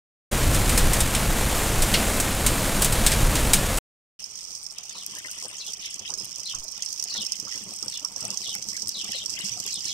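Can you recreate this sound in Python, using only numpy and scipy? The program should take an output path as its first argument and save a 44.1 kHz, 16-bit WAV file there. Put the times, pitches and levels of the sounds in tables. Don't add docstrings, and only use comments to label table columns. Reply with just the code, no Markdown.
import sys
import numpy as np
from scipy import signal
from scipy.fft import rfft, irfft, next_fast_len
from scipy.io import wavfile
from scipy.ndimage import map_coordinates

SR = 44100
rng = np.random.default_rng(int(sys.argv[2]) if len(sys.argv) > 2 else 0)


def materialize(psi):
    bounded = np.clip(np.atleast_2d(psi).T, -1, 1)
    quanta = np.round(bounded * 32767).astype(np.int16)
    wavfile.write(sys.argv[1], SR, quanta)


N = 437913
RAIN_START_S, RAIN_END_S, POUR_START_S = .312, 3.789, 4.191

SLAP_EQ = [(3000, -14.5), (6000, -2.5), (8500, 4.5), (11000, -4), (15500, -9.5)]  # f/Hz, gain/dB
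LEAF_EQ = [(600, -16.5), (2000, 4), (3800, 5), (5500, 2), (9000, -37)]  # f/Hz, gain/dB
NEAR_DROPS = [(0.5454, -20, -29.5), (0.6932, -18, -29), (0.7757, -12, -22.5), (0.933, -15, -28.5),
              (1.0033, -15.5, -28.5), (1.1489, -18.5, -25), (1.821, -16, -28), (1.939, -18, -17),
              (2.2, -15.5, -39), (2.463, -12.5, -24), (2.82, -12.5, -25), (2.845, -13, -28),
              (2.923, -18.5, -30.5), (3.063, -11, -20.5), (3.117, -18, -23.5), (3.3536, -18, -27),
              (3.533, -7.5, -20), (3.7717, -21.5, -38.5)]
def leaf_drops():
    slaps = amp(-51) * rng.standard_normal(N) * patter(rate_hz=14, spread_db=17.5, decay_s=.03)
    leaves = np.zeros(N)
    for s, slap_db, leaf_db in NEAR_DROPS:
        add(slaps, s, amp(slap_db + 1.5) * burst(rise_s=.0005, t60_s=.092, shape=(SR // 8,)))
        add(leaves, s, amp(leaf_db + 3.5) * burst(rise_s=.00085, t60_s=.15, shape=(SR // 8,)))
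    return coloured(slaps, SLAP_EQ) + coloured(leaves, LEAF_EQ)


HISS_EQ = [(120, -30), (200, 0), (227, -2), (399, -9), (525, -6), (827, -10), (2750, -15), (5490, -19),
           (7090, -16), (9310, -16), (11200, -21), (13200, -21), (15500, -28)]
def rain_hiss():
    impacts = rng.standard_normal(N) * patter(rate_hz=2600, spread_db=-2, decay_s=.0052)
    return amp(-25.5 + .5 * wobble(5)) * unit(coloured(impacts, HISS_EQ))


SPRAY_DRIFT = [(4.35, -40, -7), (4.95, -41, -7), (5.35, -35.5, -1.5), (5.8, -39.5, -7.5), (6.2, -37, -7.5),
               (6.95, -36, -9.5), (7.4, -37.5, -12), (7.75, -36, -7), (8.1, -38, -8), (8.8, -35.5, -8.5),
               (9.3, -36.5, -9.5), (9.75, -32, -7.5)]
def spray():
    shared = rng.standard_normal(N)
    noise = unit(rng.standard_normal((2, N)) + at_ports(shared))
    crackle = patter(rate_hz=340, spread_db=7, decay_s=.0032)
    fizz = .48 * amp(3 * wobble(18))
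    sizzle = coloured(noise * np.hypot(crackle, fizz), [(7500, 10), (11000, 8.8), (16000, 13)])
    ticks = rng.standard_normal((2, N)) * patter(rate_hz=40, spread_db=6, decay_s=.0008)
    ticks = coloured(ticks, [(4000, -76), (8000, 12), (11500, 5.5), (15000, 2)])
    tiny = swarm(rate_hz=1400, centre_hz=5800, octaves=.25, spread_db=20, cycles=45, size=550, rise=0)
    tiny = amp(-7 + 3 * wobble(25)) * at_ports(tiny)
    rings = swarm(rate_hz=55, centre_hz=5700, octaves=.2, spread_db=16, cycles=110, size=1200, rise=.01)
    bed = port_resonance(sizzle + ticks + tiny + amp(-6.5) * at_ports(rings))
    bed /= np.std(bed[:, round(POUR_START_S * SR):], axis=1, keepdims=True)
    level_db, left_db = curves(SPRAY_DRIFT)
    ebb_db = 1.7 * wobble(16) - 1.3
    return bed * amp(level_db + ebb_db + np.outer([.5, -.5], left_db))


THROWN_DROPS = [(4.2403, -24, -34), (4.409, -33, -52.0), (4.5492, -26, -49.0), (4.6635, -25, -47.5),
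                (4.783, -25.5, -32), (4.8955, -27, -51), (5.063, -31, -22.5), (5.1512, -43, -30),
                (5.1852, -34.5, -27.5), (5.3123, -36, -26), (5.665, -35, -33), (5.733, -23, -37.0),
                (5.8571, -29, -30), (5.909, -31, -36.5), (5.9416, -22.0, -33), (5.9924, -23, -45.5),
                (6.102, -23.5, -42), (6.1378, -20.5, -42.5), (6.245, -36, -25), (6.254, -36, -28),
                (6.3576, -23.5, -35), (6.401, -30, -33), (6.548, -21, -50), (6.6406, -41, -27),
                (6.8218, -17, -45), (6.8598, -21, -47), (6.902, -26, -50.0), (6.9272, -21.5, -26),
                (6.9958, -19.5, -31), (7.024, -18.5, -28), (7.039, -23, -21), (7.139, -23, -44),
                (7.2635, -20.0, -39), (7.3193, -14.5, -43), (7.3986, -21.5, -28), (7.8253, -19, -40.0),
                (7.88, -20.5, -39), (8.0473, -16.5, -29), (8.1604, -20.5, -42.0), (8.226, -24.5, -47),
                (8.2506, -21, -23.5), (8.303, -19, -36), (8.372, -15, -41), (8.53, -34, -31.0),
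                (8.551, -20.5, -22), (8.6232, -20, -39), (8.686, -22, -26), (8.765, -22, -35.0),
                (8.8189, -19, -42), (8.8816, -30, -29.5), (8.8903, -20, -22), (9.0113, -25, -42.5),
                (9.0435, -29, -26), (9.118, -19, -26), (9.2586, -19.0, -33), (9.3377, -22.5, -45.0),
                (9.3895, -30, -26), (9.6, -20.5, -27), (9.663, -24, -23), (9.806, -24, -41),
                (9.853, -18.0, -40)]
def splashes():
    out, size = np.zeros((2, N)), SR // 20
    t = np.arange(size) / SR
    for s, smack_db, spit_db in THROWN_DROPS:
        ring_hz = rng.uniform(4700, 6600)
        ring = np.sin(2 * np.pi * ring_hz * t) * amp(-60 * t / .035) * (1 - np.exp(-t / .0006))
        smack = burst(rise_s=.0005, t60_s=.02, shape=(2, size)) + .35 * ring
        smack = coloured(smack, [(3300, -8), (4600, 0), (6500, 0), (8500, -2), (11000, -6)])
        smack = port_resonance(smack)
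        smack *= amp(smack_db + 1) / abs(smack.mean(0)).max()
        spit = burst(rise_s=.0002, t60_s=.006, shape=(2, size))
        spit = coloured(spit, [(3000, -24), (5500, -18), (8000, -5), (11000, 4), (15000, -1)])
        spit = port_resonance(spit)
        spit *= amp(spit_db + 3.5) / abs(spit.mean(0)).max()
        add(out, s + .0005, smack + spit)
        add(out, s + rng.uniform(.003, .014), amp(-13) * smack)
    return out


PORT_EQ = [(1000, -45, -45), (2400, -31, -38), (3140, -16, -20), (3870, -21.5, -18.5), (5010, -11.5, -2.5),
           (5520, -24.5, 1.5), (6670, -11, -2), (7220, -16, -11), (8220, -7.5, -31), (9140, -15, -29),
           (10430, -22.5, -27.5), (12000, -23, -26), (13300, -42, -24), (14500, -25, -43),
           (15800, -42, -23)]
def port_resonance(x):
    return np.array([coloured(x[c], [(row[0], row[c + 1]) for row in PORT_EQ]) for c in range(2)])


WATER_PATH = [(7, .00028, .35, .15), (8, .000297, .45, .3), (9, .00031, .55, .42), (9.9, .000332, .6, .45)]  # t/s, delay/s, left gain, right gain
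def water_bounce(x):
    treble = signal.sosfiltfilt(signal.butter(3, 5500, "high", fs=SR, output="sos"), x)
    delay_s, *gains = curves(WATER_PATH)
    delayed = np.array([np.interp(clock() - delay_s, clock(), side) for side in treble])
    return x - np.array(gains) * delayed


AIR_GULPS = [(4.952, -31, 1030, -58), (5.117, -31, 159, -59), (5.247, -20, 2020, -49),
             (5.447, -26, 520, -41.5), (6.095, -31, 910, -39), (6.536, -29, 1125, -44.5),
             (7.149, -22.5, 1900, -43), (7.182, -25, 211, -52), (7.472, -29, 1180, -59),
             (7.614, -28, 200, -64), (7.667, -27, 184, -70), (7.698, -31, 198, -49), (7.822, -29, 302, -40),
             (8.044, -29, 1140, -67), (8.159, -31, 685, -41), (8.223, -24, 211, -35.5),
             (8.295, -24, 210, -47), (8.55, -19, 2100, -44), (9.036, -36, 196, -46),
             (9.144, -27.5, 540, -55), (9.437, -20.5, 188, -51), (9.505, -28, 138, -50),
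             (9.567, -30, 740, -53)]
DRAGGED_AIR = [(4.3, -63, -63), (4.8, -65, -61.5), (5.2, -57, -54.5), (5.65, -64, -58), (6.1, -55, -60),
               (6.8, -61, -59), (7.65, -54, -56), (8.05, -54.5, -56), (8.3, -54, -51), (8.6, -53, -60),
               (9, -51.5, -56), (9.9, -54.5, -57.5)]
def gurgle():
    gulps, breakup = np.zeros((2, N))
    t, order = np.arange(SR // 4) / SR, np.arange(6)
    for s, gulp_db, hz, breakup_db in AIR_GULPS:
        lag, scatter = rng.standard_normal((2, len(order)))
        onsets_s = s + .004 * abs(lag) * order
        pitches_hz = hz * 2 ** (.15 * order * np.tanh(scatter))
        cycles = 5.5 * (hz / 200) ** .5
        gulp = bubbles(onsets_s, pitches_hz, amp(-2.4 * order), cycles, rise=.06, size=4000)
        gulps += amp(gulp_db - 8.5) * gulp / abs(gulp).max()
        add(breakup, s, amp(breakup_db) * np.exp(-t / .043))
    large_db, mid_db = curves(DRAGGED_AIR)
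    churn = unit(np.hypot(patter(rate_hz=30, spread_db=2, decay_s=.014), .55))
    large = swarm(rate_hz=420, centre_hz=258.5, octaves=.794, spread_db=8, cycles=2.8, size=1800)
    large *= np.hypot(amp(large_db + 5.5) * churn, amp(-2) * breakup)
    mid = swarm(rate_hz=420, centre_hz=920, octaves=.62, spread_db=13, cycles=13, size=1300)
    mid *= np.hypot(amp(mid_db - 2.5) * churn, amp(-5) * breakup)
    eq = [(60, -13.5), (150, -8), (200, -9), (260, -11), (600, -4.5), (1250, 0), (1600, -1.5), (2200, -.5)]
    water = coloured(large + mid + gulps, eq)
    wall_echo = .5 * np.roll(water, round(.0097 * SR))
    return at_ports(water + wall_echo, left_db=6)


FOAM_BED = [(4.3, -58.5), (4.65, -69), (4.9, -56), (5.3, -54.5), (5.75, -53.5), (6.05, -54), (6.35, -54),
            (6.7, -60), (6.95, -58.5), (7.27, -51), (7.42, -57), (7.8, -57.5), (8.2, -55.5), (8.5, -54),
            (8.7, -60), (9.08, -50), (9.35, -55), (9.6, -51.5), (9.9, -51)]
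FOAM_CLUSTERS = [(4.39, -61, -66), (4.79, -55, -70), (5.19, -62, -49), (5.4, -63, -52), (5.87, -51, -62),
                 (6.07, -41.5, -54), (7.08, -56, -55), (7.53, -50, -44), (8.32, -56, -64), (8.76, -74, -46),
                 (9.52, -54, -65), (9.66, -48, -60)]
def foam():
    s, small_db, larger_db = np.transpose(FOAM_CLUSTERS)
    small = np.array([
        swarm(rate_hz=420, centre_hz=3000, octaves=.2, spread_db=12, cycles=50, size=1100, rise=.04)
        for _ in range(2)])
    larger = swarm(rate_hz=250, centre_hz=2000, octaves=.2, spread_db=12, cycles=22, size=800)
    bed_gain = amp(curves(FOAM_BED)[0] + 4 * wobble(13) - 1)
    small *= np.hypot(bed_gain, swells(s, amp(small_db), sigma_s=.024))
    larger *= np.hypot(amp(-4.5) * bed_gain, swells(s, amp(larger_db), sigma_s=.024))
    stereo = small * amp([[3], [-3]]) + at_ports(larger, left_db=4.6)
    return coloured(stereo, [(1000, -3), (1900, 1.5), (3800, 6.5), (6000, -16)])


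LONE_BUBBLES = [(6.184, -35.5, 5130), (9.519, -33, 5920)]  # t/s, level/dB, f/Hz
def plinks():
    s, db, hz = np.transpose(LONE_BUBBLES)
    return at_ports(bubbles(s, hz, amp(db), cycles=550, rise=.009, size=4000), left_db=-23)


BIRD_CHIRPS = [(4.782, -57, 3370, 3.2, 0.065), (4.982, -48.5, 4010, 5.9, 0.14),
               (5.612, -41, 4370, 21, 0.074), (5.678, -43.5, 3550, 5.8, 0.047),
               (5.853, -48, 3890, 7.2, 0.1), (6.488, -40, 3890, 10, 0.12), (7.119, -39.5, 4680, 5.5, 0.11),
               (7.19, -37, 3730, 6.1, 0.1), (7.937, -43, 4040, 11.2, 0.076), (8.446, -40, 4190, 13, 0.075),
               (8.508, -40, 3450, 5.9, 0.075), (8.981, -39, 3790, 7.5, 0.12),
               (9.181, -39.5, 4010, 6.4, 0.12), (9.745, -42, 4100, 6.5, 0.11),
               (9.891, -40, 4100, 9.7, 0.088)]
def bird():
    waver_hz, waver_oct, rasp_oct, voice_gap_oct = 30.6, .075, .075, .23
    out, t = np.zeros((2, N)), np.arange(SR // 8) / SR
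    for s, db, mid_hz, fall_oct_per_s, length_s in BIRD_CHIRPS:
        whistle = np.zeros(len(t))
        arch = np.sqrt(abs(np.sin(np.pi * np.minimum(t / length_s, 1))))
        slide_oct = -fall_oct_per_s * (t - length_s / 2)
        for side in (-.5, .5):
            rasp, flutter = (np.interp(t, np.linspace(0, t[-1], knots), rng.standard_normal(knots))
                             for knots in (110, 16))
            waver = np.sin(2 * np.pi * (waver_hz * t + rng.random()))
            hz = mid_hz * 2 ** (side * voice_gap_oct + waver_oct * waver + rasp_oct * rasp + slide_oct)
            whistle += arch * amp(4 * flutter - 5 * side) * np.sin(2 * np.pi * np.cumsum(hz) / SR)
        paths = burst(rise_s=.002, t60_s=.12, shape=(2, SR // 6))
        paths *= amp(-1.5) / np.linalg.norm(paths, axis=1, keepdims=True)
        paths[:, 0] += 1
        chirp = coloured(signal.fftconvolve(whistle[None], paths, axes=1), [(2000, -18), (3000, 0)])
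        rms = np.sqrt(np.sum(chirp ** 2, axis=1, keepdims=True) / (length_s * SR))
        add(out, s - length_s / 2, amp(db - .7) * chirp / rms)
    return out * amp([[5], [1.5]])


RUMBLE_EQ = [(8.8, -25.5), (15, 7.5), (54, -1), (135, -6), (199, -13), (225, -27), (280, -20.5), (400, -24),
             (520, -23.5), (880, -120)]
RUMBLE_GUSTS = [(.49, 5.5), (.84, 4), (1.5, 4), (3.218, 4)]  # t/s, boost/dB
def rumble():
    level_db = -24.5 + swells(*np.transpose(RUMBLE_GUSTS), sigma_s=.057) + 1.4 * wobble(6.5)
    return amp(level_db) * unit(coloured(rng.standard_normal(N), RUMBLE_EQ))


AIR_EQ = [(12, -57), (20, 13), (134, 3.5), (200, 7.5), (260, -25), (306, -2.5), (1310, 2), (1600, -10.5),
          (2500, 6), (3250, -39), (5500, -120)]
def open_air():
    noise = rng.standard_normal(N) + 1.86 * rng.standard_normal((2, N))
    air = amp(-59.5) * unit(coloured(noise, AIR_EQ))
    bump = burst(rise_s=.0053, t60_s=.25, shape=(SR // 3,))
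    bump = coloured(bump, [(20, 4), (60, -12), (110, -11), (300, -48)])
    add(air, 6.55, amp(-37) * bump / abs(bump).max())
    return air


def bubbles(times_s, hz, gains, cycles, rise, size):
    t = np.arange(size) / SR
    periods = t * hz[:, None]
    age = periods / cycles
    phase = 2 * np.pi * periods * (1 + rise * np.minimum(age, 2) / 2)
    waves = gains[:, None] * np.sin(phase) * np.exp(-np.pi * age) * (1 - np.exp(-periods))
    index = (times_s * SR).astype(int)[:, None] + np.arange(size)
    return np.bincount(index.ravel(), waves.ravel(), N)[:N]


def swarm(rate_hz, centre_hz, octaves, spread_db, cycles, size, rise=.1):
    pour_s = N / SR - POUR_START_S
    when, pitch, strength = rng.random((int(rate_hz * pour_s), 3)).T
    offset_oct = octaves * np.arctanh(np.clip(2 * pitch - 1, -.99, .99))
    hz = np.minimum(centre_hz * 2 ** offset_oct, SR / 3)
    x = bubbles(POUR_START_S + when * pour_s, hz, amp(spread_db * strength ** 2), cycles, rise, size)
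    return x / np.std(x[round(POUR_START_S * SR):])


def patter(rate_hz, spread_db, decay_s):
    hits = rng.random(N) < rate_hz / SR
    sizes = amp(spread_db * np.minimum(rng.standard_normal(N), np.pi / 2))
    power = signal.lfilter([1], [1, -np.exp(-2 / (decay_s * SR))], (hits * sizes) ** 2)
    return unit(np.sqrt(power))


def burst(rise_s, t60_s, shape):
    t = np.arange(shape[-1]) / SR
    envelope = (1 - np.exp(-t / rise_s)) * amp(-60 * t / t60_s)
    return envelope / envelope.max() * rng.standard_normal(shape)


def at_ports(x, left_db=0):
    return np.array([x * amp(left_db / 2), np.roll(x, 9) * amp(-left_db / 2)])


def coloured(x, eq):
    m = 2 * next_fast_len(x.shape[-1] // 2 + 4096)
    hz, db = np.transpose(eq)
    gain = amp(np.interp(np.log(np.fft.rfftfreq(m, 1 / SR) + 1), np.log(hz + 1), db))
    cepstrum = irfft(np.log(np.maximum(gain, 1e-6)))
    cepstrum[1:m // 2] *= 2
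    cepstrum[m // 2 + 1:] = 0
    return irfft(rfft(x, m) * np.exp(rfft(cepstrum)), m)[..., :x.shape[-1]]


def swells(times_s, heights, sigma_s):
    track, t = np.zeros(N), np.arange(-SR // 4, SR // 4) / SR
    for s, height in zip(times_s, heights):
        add(track, s + t[0], height * np.exp(-.5 * (t / sigma_s) ** 2))
    return track


def wobble(rate_hz):
    return map_coordinates(rng.standard_normal(int(N * rate_hz / SR) + 4), [clock() * rate_hz])


def curves(rows):
    s, *columns = np.transpose(rows)
    return [np.interp(clock(), s, column) for column in columns]


def add(track, s, sound):
    part = track[..., max(round(s * SR), 0):][..., :sound.shape[-1]]
    part += sound[..., :part.shape[-1]]


def amp(db):
    return 10 ** (np.asarray(db) / 20)


def unit(x):
    return x / np.sqrt(np.mean(x ** 2) + 1e-20)


def clock():
    return np.arange(N) / SR


def scene():
    pool = water_bounce(spray() + splashes()) + bird() + plinks() + foam() + gurgle() + open_air()
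    rain = rumble() + rain_hiss() + leaf_drops()
    edges_s = [RAIN_START_S, RAIN_START_S + .008, RAIN_END_S - .003, RAIN_END_S]
    return rain * np.interp(clock(), edges_s, [0, 1, 1, 0]) + pool * (clock() > POUR_START_S)


def record(dry):
    top_hz, edge_hz = 15750, 300
    m = next_fast_len(N + SR // 2)
    passband = np.clip((top_hz - np.fft.rfftfreq(m, 1 / SR)) / edge_hz + .5, 0, 1)
    return irfft(rfft(dry, m) * passband, m)[:, :N]


dry = scene()
out = record(dry)
materialize(out)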